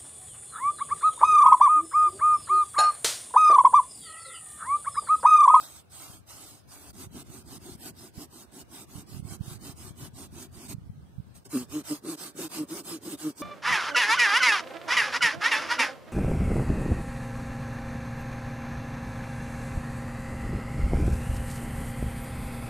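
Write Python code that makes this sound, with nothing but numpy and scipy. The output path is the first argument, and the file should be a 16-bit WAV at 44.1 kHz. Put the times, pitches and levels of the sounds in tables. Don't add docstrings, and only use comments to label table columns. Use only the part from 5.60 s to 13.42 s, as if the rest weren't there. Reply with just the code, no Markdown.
import sys
import numpy as np
from scipy import signal
from scipy.fft import rfft, irfft
from scipy.io import wavfile
from scipy.ndimage import uniform_filter1d

SR = 44100
rng = np.random.default_rng(int(sys.argv[2]) if len(sys.argv) > 2 else 0)


def amplitude_ratio(level_db):
    exponent = np.asarray(level_db, float) / 20
    return 10 ** exponent


def to_wav(sig):
    pcm = np.clip(np.atleast_2d(sig), -1, 1) * 32767
    pcm = np.round(pcm).astype(np.int16)
    wavfile.write(sys.argv[1], SR, pcm.T)


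N = 344862
T = np.arange(N) / SR
HZ = np.fft.rfftfreq(N, 1 / SR) + 1

# (start [s], tooth spacing scatter [0-1], tooth size scatter [dB], fibre thud [dB], hush [dB])
PLACES = [
    (0, 0.09, 3.5, -3.5, -63),
    (1.326, 0.04, 2, -1, -62.5),
    (5.844, 0, 3, 0.5, -61.5),
]
# (frequency [Hz], width [Hz], level [dB])
BRANCH_MODES = [
    [(294.5, 81.2, -0.5), (410, 81, -6.5), (595, 117, -11), (774.3, 83, -9), (1100, 520, -33.5)],
    [(200, 114, -3.5), (318, 135, 0), (379.7, 58.6, -0.5), (686, 100, -17.5), (1059, 540, -22)],
    [(160, 115, -10.5), (295.9, 105, -2), (412, 96.2, -6), (579, 33.3, -13), (880, 330, -55),
     (1150, 113, -18.5)],
]
# (frequency [Hz], density [dB per Hz])
HISS_COLOUR = [(290, -32), (500, -5.5), (1240, -5), (1850, -11), (2800, -12), (7130, -7), (8240, -1),
               (11100, -7.5), (15500, -19)]
# (frequency [Hz], width [Hz], level [dB])
BLADE_MODES = [(1820, 105, -3), (2700, 300, 1.5), (3040, 260, 3), (3840, 840, 3), (4634, 176, 4.5),
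               (5180, 104, 13.5), (5250, 100, -9.5), (6230, 340, 1.5), (6710, 250, 5), (7140, 270, 4),
               (12265, 575, 6), (12230, 146, -2), (13200, 376, 0), (13150, 200, 1), (13930, 350, 6),
               (14600, 350, 13.5), (15400, 450, -12)]
# (frequency [Hz], width [Hz], level [dB])
PORT_CAVITIES = [
    [(6550, 280, 5.5), (7790, 2570, -12), (9484, 324, 1), (10250, 1300, 3.5), (11300, 270, -13)],
    [(7170, 392, -8), (8140, 1040, 3.5), (9510, 230, -13), (10880, 780, -10), (11350, 350, -5.5)],
]
# (frequency [Hz], density [dB per Hz])
HUSH_COLOUR = [(180, -28), (300, -6), (1560, -15), (2000, -21), (4800, -24.5), (7370, -27), (8280, -25),
               (11100, -28), (12100, -29.5), (15500, -32)]
# (time [s], left level [dB], right level [dB])
WIND_LEVELS = [(0.1, -57, -53), (0.4, -58, -61), (1.0, -51.5, -55.5), (1.251, -55, -58), (1.45, -51, -48.5),
               (2.0, -54, -54.5), (2.35, -54.5, -55.5), (2.9, -63, -60), (3.3, -54, -51.5),
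               (3.6, -53, -43.5), (3.95, -57, -42.5), (4.3, -46.5, -53), (5.0, -53.5, -52),
               (5.201, -50.5, -41), (5.7, -49.5, -57), (6.1, -58, -49.5), (6.5, -64, -63.5),
               (7.82, -66, -62)]
# (frequency [Hz], density [dB])
WIND_COLOUR = [(20, -34), (45, -8.5), (75, 0), (110, 0), (170, -5.5), (260, -13), (450, -30.5),
               (1000, -73.5)]
# (frequency [Hz], correlation [0-1])
LIKENESS = [(300, 0.93), (1200, 0.52), (2000, 0.04), (4000, 0.73), (6000, 0.11), (15000, 0)]
# (start [s], length [s], hiss [dB], knock [dB], tooth rate at full speed [Hz])
SLOW_STROKES = [
    (-0.13, 0.3663, -42, -64, 164.6),
    (0.295, 0.33, -45, -59.5, 147),
    (0.66, 0.37, -43, -61.5, 151.2),
    (1.07, 0.391, -47, -60, 149.3),
]
BRISK_STROKES = [(1.311, 0.1706, -44, -51, 129.4), (1.493, 0.15, -43, -48.5, 145.5),
                 (1.631, 0.2206, -46.5, -52.5, 133.3), (1.828, 0.17, -44.5, -49, 140),
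                 (1.983, 0.1989, -46.5, -52, 135.5), (2.162, 0.1593, -42, -48.5, 143.2),
                 (2.336, 0.1758, -45.5, -52, 124.1), (2.52, 0.1482, -42.5, -48.5, 150.6),
                 (2.694, 0.17, -45.5, -54, 124.9), (2.9, 0.14, -43.5, -49, 135.5),
                 (3.074, 0.19, -44, -51, 140), (3.255, 0.19, -43, -50.5, 147.4),
                 (3.452, 0.17, -44.5, -51, 135), (3.618, 0.16, -42.5, -48.5, 150.8),
                 (3.789, 0.2, -45.5, -54.5, 128.9), (3.981, 0.1608, -42, -49, 141),
                 (4.146, 0.19, -45.5, -52.5, 127), (4.339, 0.16, -42.5, -50, 140.2),
                 (4.525, 0.16, -43.5, -49, 142.5), (4.693, 0.19, -43.5, -48, 129)]
BREAKTHROUGH = [
    (4.91, 0.2, -46, -49, 125.2),
    (5.075, 0.07, -40.5, -48.5, 129.5),
]
SCRAPES = [
    (5.74, 0.07, -52, -72.5, 149.8),
    (5.847, 0.035, -44.5, -51.5, 200),
]
HARD_STROKES = [(5.885, 0.18, -37, -56.5, 151.1), (6.073, 0.16, -37.5, -44, 155.5),
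                (6.228, 0.18, -38, -58, 163.9), (6.412, 0.16, -37, -40.5, 190.5),
                (6.558, 0.17, -37.5, -48.5, 179.7), (6.735, 0.16, -35, -40, 200),
                (6.882, 0.18, -36, -45, 171.8), (7.063, 0.17, -34.5, -42.5, 209.7),
                (7.226, 0.17, -37, -43, 179.9), (7.399, 0.17, -34.5, -42.5, 208.6),
                (7.566, 0.1714, -36.5, -51, 156.6), (7.743, 0.19, -35, -50.5, 191.3)]
# (full pressure at share [0-1], full speed at share [0-1], speed lost at the ends [0-1],
# knock rise over the stroke [dB], softness of the ends [0-3])
DRAG = (0.19, 0.6, 0.2127, -4, 0.92)
PUSH, PULL = (0.59, 0.52, 0.75, 0.1, 1.33), (0.7393, 0.62, 0.7, 12, 1.687)
BREAK, GRAZE = (0.581, 0.6, 0.5, 1.9, 1.05), (0.26, 0.1455, 0.9, -16, 1.3)
HARD_PUSH, HARD_PULL = (0.46, 0.4, 0.4, 3.2, 1.33), (0.67, 0.55, 0.75, 2.06, 1.74)
SAWING = [(SLOW_STROKES, [DRAG]), (BRISK_STROKES, [PUSH, PULL]), (BREAKTHROUGH, [BREAK]),
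          (SCRAPES, [GRAZE]), (HARD_STROKES, [HARD_PUSH, HARD_PULL])]
# (centre [s], half length [s], knock [dB], tooth rate [Hz])
CHATTER = [(5.946, 0.0151, -32.5, 160), (5.967, 0.013, -30, 124.7), (6.005, .03, -40.5, 124.3),
           (6.166, .028, -36.5, 152.2), (6.318, 0.02097, -32.5, 148.5), (6.488, .012, -40.5, 154.2),
           (6.534, 0.013, -55, 154.9), (6.851, 0.0154, -57.5, 157.5), (7.009, .028, -36, 152.9),
           (7.124, .012, -43.5, 160), (7.343, 0.01842, -50, 164.6), (7.478, 0.0088, -46, 160),
           (7.539, 0.01566, -47, 145.1), (7.666, 0.029, -33.5, 154.2), (7.815, 0.013, -39.5, 147.7)]
# (time [s], peak level [dB])
PUFFS_LEFT = [(0.502, -35), (2.123, -33), (2.153, -33.5), (3.926, -34), (4.144, -36.5), (4.25, -33.5),
              (4.281, -32), (4.31, -28), (4.437, -30), (4.472, -36), (4.539, -32.5), (5.053, -39),
              (5.102, -39), (5.221, -34), (5.3, -24), (5.332, -40), (5.382, -32), (5.403, -40.5),
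              (5.433, -38), (5.563, -40), (5.67, -40)]
PUFFS_RIGHT = [(1.473, -32.5), (1.552, -38), (1.703, -34), (1.981, -36), (2.58, -27), (3.358, -28),
               (3.382, -29), (3.546, -28), (3.569, -26), (3.599, -22), (3.629, -28), (3.654, -24.5),
               (3.724, -25), (3.811, -17), (3.882, -26), (3.919, -29), (4.098, -30), (4.429, -29.5),
               (4.764, -33.5), (5.103, -32), (5.149, -23), (5.185, -27), (5.241, -45), (5.586, -22.5),
               (5.602, -23.5)]

PUFF_HZ = 117.5
TOP_HZ = 15700
PATCH_DB, PATCH_FROM_HZ = 3, 1490
HOLE_DB, HOLE_RARITY = -45, 1.0
SWAY_DB = -9.5
CUT_S = 0.0092
THUD_SPREAD_DB, GUST_SPREAD_DB, FIBRE_SPREAD_DB = 4, 1.5, 1.8


def unit(x):
    return x / np.sqrt(np.mean(x ** 2))


def slope(points):
    hz, value = np.transpose(points)
    return np.interp(np.log(HZ), np.log(hz), value)


def bumps(modes):
    return sum(db / (1 + (2 * (HZ - hz) / width) ** 2) for hz, width, db in modes)


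def tint(x, db):
    return irfft(rfft(x) * amplitude_ratio(db), N)


def walk(rate):
    hold = int(SR / rate)
    steps = np.repeat(rng.standard_normal(N // hold + 1), hold)
    slewed = uniform_filter1d(uniform_filter1d(steps, hold), hold)
    return unit(slewed[:N])


def pair():
    like = np.clip(slope(LIKENESS), 0, 0.999)
    mid, side = rfft(rng.standard_normal((2, N))) * np.sqrt([1 + like, 1 - like])
    return irfft([mid + side, mid - side], N) / np.sqrt(2)


def ring(x, modes):
    out = 0
    for k, (hz, width, db) in enumerate(modes):
        b, a = signal.iirpeak(hz, hz / width, SR)
        out = out + (-1) ** k * amplitude_ratio(db) * signal.lfilter(b, a, x)
    return out


def saw_strokes():
    hiss, knock, rate = np.zeros(N), np.zeros(N), np.full(N, 60.0)
    for table, habits in SAWING:
        for k, (start, length, hiss_db, knock_db, hz) in enumerate(table):
            full, fastest, bend, rise_db, soft = habits[k % len(habits)]
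            on = (T >= start) & (T < start + length)
            u = (T[on] - start) / length
            pressure = np.where(u < full, u / full, (1 - u) / (1 - full))
            hiss[on] = amplitude_ratio(hiss_db) * np.sin(np.pi / 2 * pressure) ** soft
            knock[on] = amplitude_ratio(knock_db + rise_db * (u - 0.5)) * np.sin(np.pi * u)
            rate[on] = hz * np.clip(1 - bend * (2 * (u - fastest)) ** 2, 0.3, 1)
    return hiss, knock, rate


def branch_knocks(knock, rate, loose, place):
    scatter, size_db, thud_db = np.array(PLACES)[place, 1:4].T
    cycles = np.cumsum(rate * (1 + scatter * loose * walk(120))) / SR
    tooth = cycles.astype(int)
    sizes = amplitude_ratio(size_db * loose * rng.standard_normal(N // 50)[tooth])
    blows = np.diff(tooth, prepend=0) * sizes * np.sqrt(SR / rate)
    thuds = loose * amplitude_ratio(thud_db + THUD_SPREAD_DB * walk(40)) * pair()
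    sway = (1 - loose) * amplitude_ratio(SWAY_DB) * np.cos(4 * np.pi * cycles)
    force = knock * (blows + thuds + sway)
    wood = sum(ring(force * (place == k), modes) for k, modes in enumerate(BRANCH_MODES))
    return amplitude_ratio(20.5) * wood, cycles % 1


def blade_hiss(hiss, phase):
    patches = amplitude_ratio(FIBRE_SPREAD_DB * walk(25) + 0.61 * walk(300))
    pulse = 1 + 0.0433 * np.cos(2 * np.pi * phase)
    low_cut = -10 * np.log10(1 + (600 / HZ) ** 8)
    fibres = unit(tint(pair(), slope(HISS_COLOUR) + bumps(BLADE_MODES) + low_cut))
    return amplitude_ratio(-1.0) * hiss * patches * pulse * fibres


def forest_hush(place):
    leaves = unit(tint(rng.standard_normal((2, N)), slope(HUSH_COLOUR)))
    return leaves * amplitude_ratio(np.array(PLACES)[place, 4] + 0.97 * walk(3.02))


def wind_rumble():
    s, *levels = np.transpose(WIND_LEVELS)
    out = np.zeros((2, N))
    for port in range(2):
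        flutter = rng.standard_normal(N) * amplitude_ratio(2.66 * walk(30))
        gust_db = np.interp(T, s, levels[port]) + GUST_SPREAD_DB * walk(5)
        out[port] = unit(tint(flutter, slope(WIND_COLOUR))) * amplitude_ratio(gust_db)
    return out


def wind_puffs():
    out = np.zeros((2, N))
    for port, puffs in enumerate((PUFFS_LEFT, PUFFS_RIGHT)):
        for at, db in puffs:
            on = slice(int((at - 0.03) * SR), int((at + 0.03) * SR))
            turn = PUFF_HZ * (T[on] - at)
            out[port, on] -= amplitude_ratio(db) * np.exp(-(turn / 0.42) ** 2) * np.sin(2 * np.pi * turn)
    return out


def place_dips():
    return np.prod([np.clip(abs(T - row[0]) / CUT_S, 0, 1) for row in PLACES[1:]], axis=0)


def chatter(knock, rate):
    loose = np.ones(N)
    for centre, half, knock_db, hz in CHATTER:
        lock = np.exp(-((T - centre) / half) ** 2)
        knock = knock + amplitude_ratio(knock_db) * lock
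        rate = rate + np.sqrt(lock) * (hz - rate)
        loose = loose * (1 - 0.717 * np.sqrt(lock))
    return knock, rate, loose


def scene():
    place = np.searchsorted([row[0] for row in PLACES[1:]], T)
    hiss, knock, rate = saw_strokes()
    knock, rate, loose = chatter(knock, rate)
    wood, phase = branch_knocks(knock, rate, loose, place)
    saw = wood + blade_hiss(hiss, phase)
    saw[0] = np.roll(saw[0], 3)
    return (saw + forest_hush(place) + wind_rumble() + wind_puffs()) * place_dips()


def smooth_cells(shape, bins, frames):
    across = uniform_filter1d(rng.standard_normal(shape), size=bins, axis=0)
    return unit(uniform_filter1d(across, size=frames, axis=1))


def thin_treble(x):
    hz, _, cells = signal.stft(x, SR, nperseg=1024)
    shape = cells.shape[1:]
    patches = smooth_cells(shape, 4, 5)
    peaks = np.maximum(smooth_cells(shape, 4, 9), smooth_cells(shape, 9, 6) - 0.4)
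    holes = np.clip(6 * (peaks - HOLE_RARITY), 0, 1)
    treble = np.clip(hz / PATCH_FROM_HZ - 0.5, 0, 1)[:, None]
    gain = amplitude_ratio((PATCH_DB * patches + HOLE_DB * holes) * treble)
    return signal.istft(cells * gain, SR, nperseg=1024)[1][:, :N]


def top_cut(x):
    return signal.sosfilt(signal.butter(12, 16560, fs=SR, output="sos"), x)


def record(dry):
    trim = -10 * np.log10(1 + (55 / HZ) ** 6) - 40 * (HZ > TOP_HZ)
    ports = np.array([tint(x, bumps(modes) + trim) for x, modes in zip(dry, PORT_CAVITIES)])
    mix = thin_treble(ports)
    return top_cut(mix)


dry = scene()
out = record(dry)
to_wav(out)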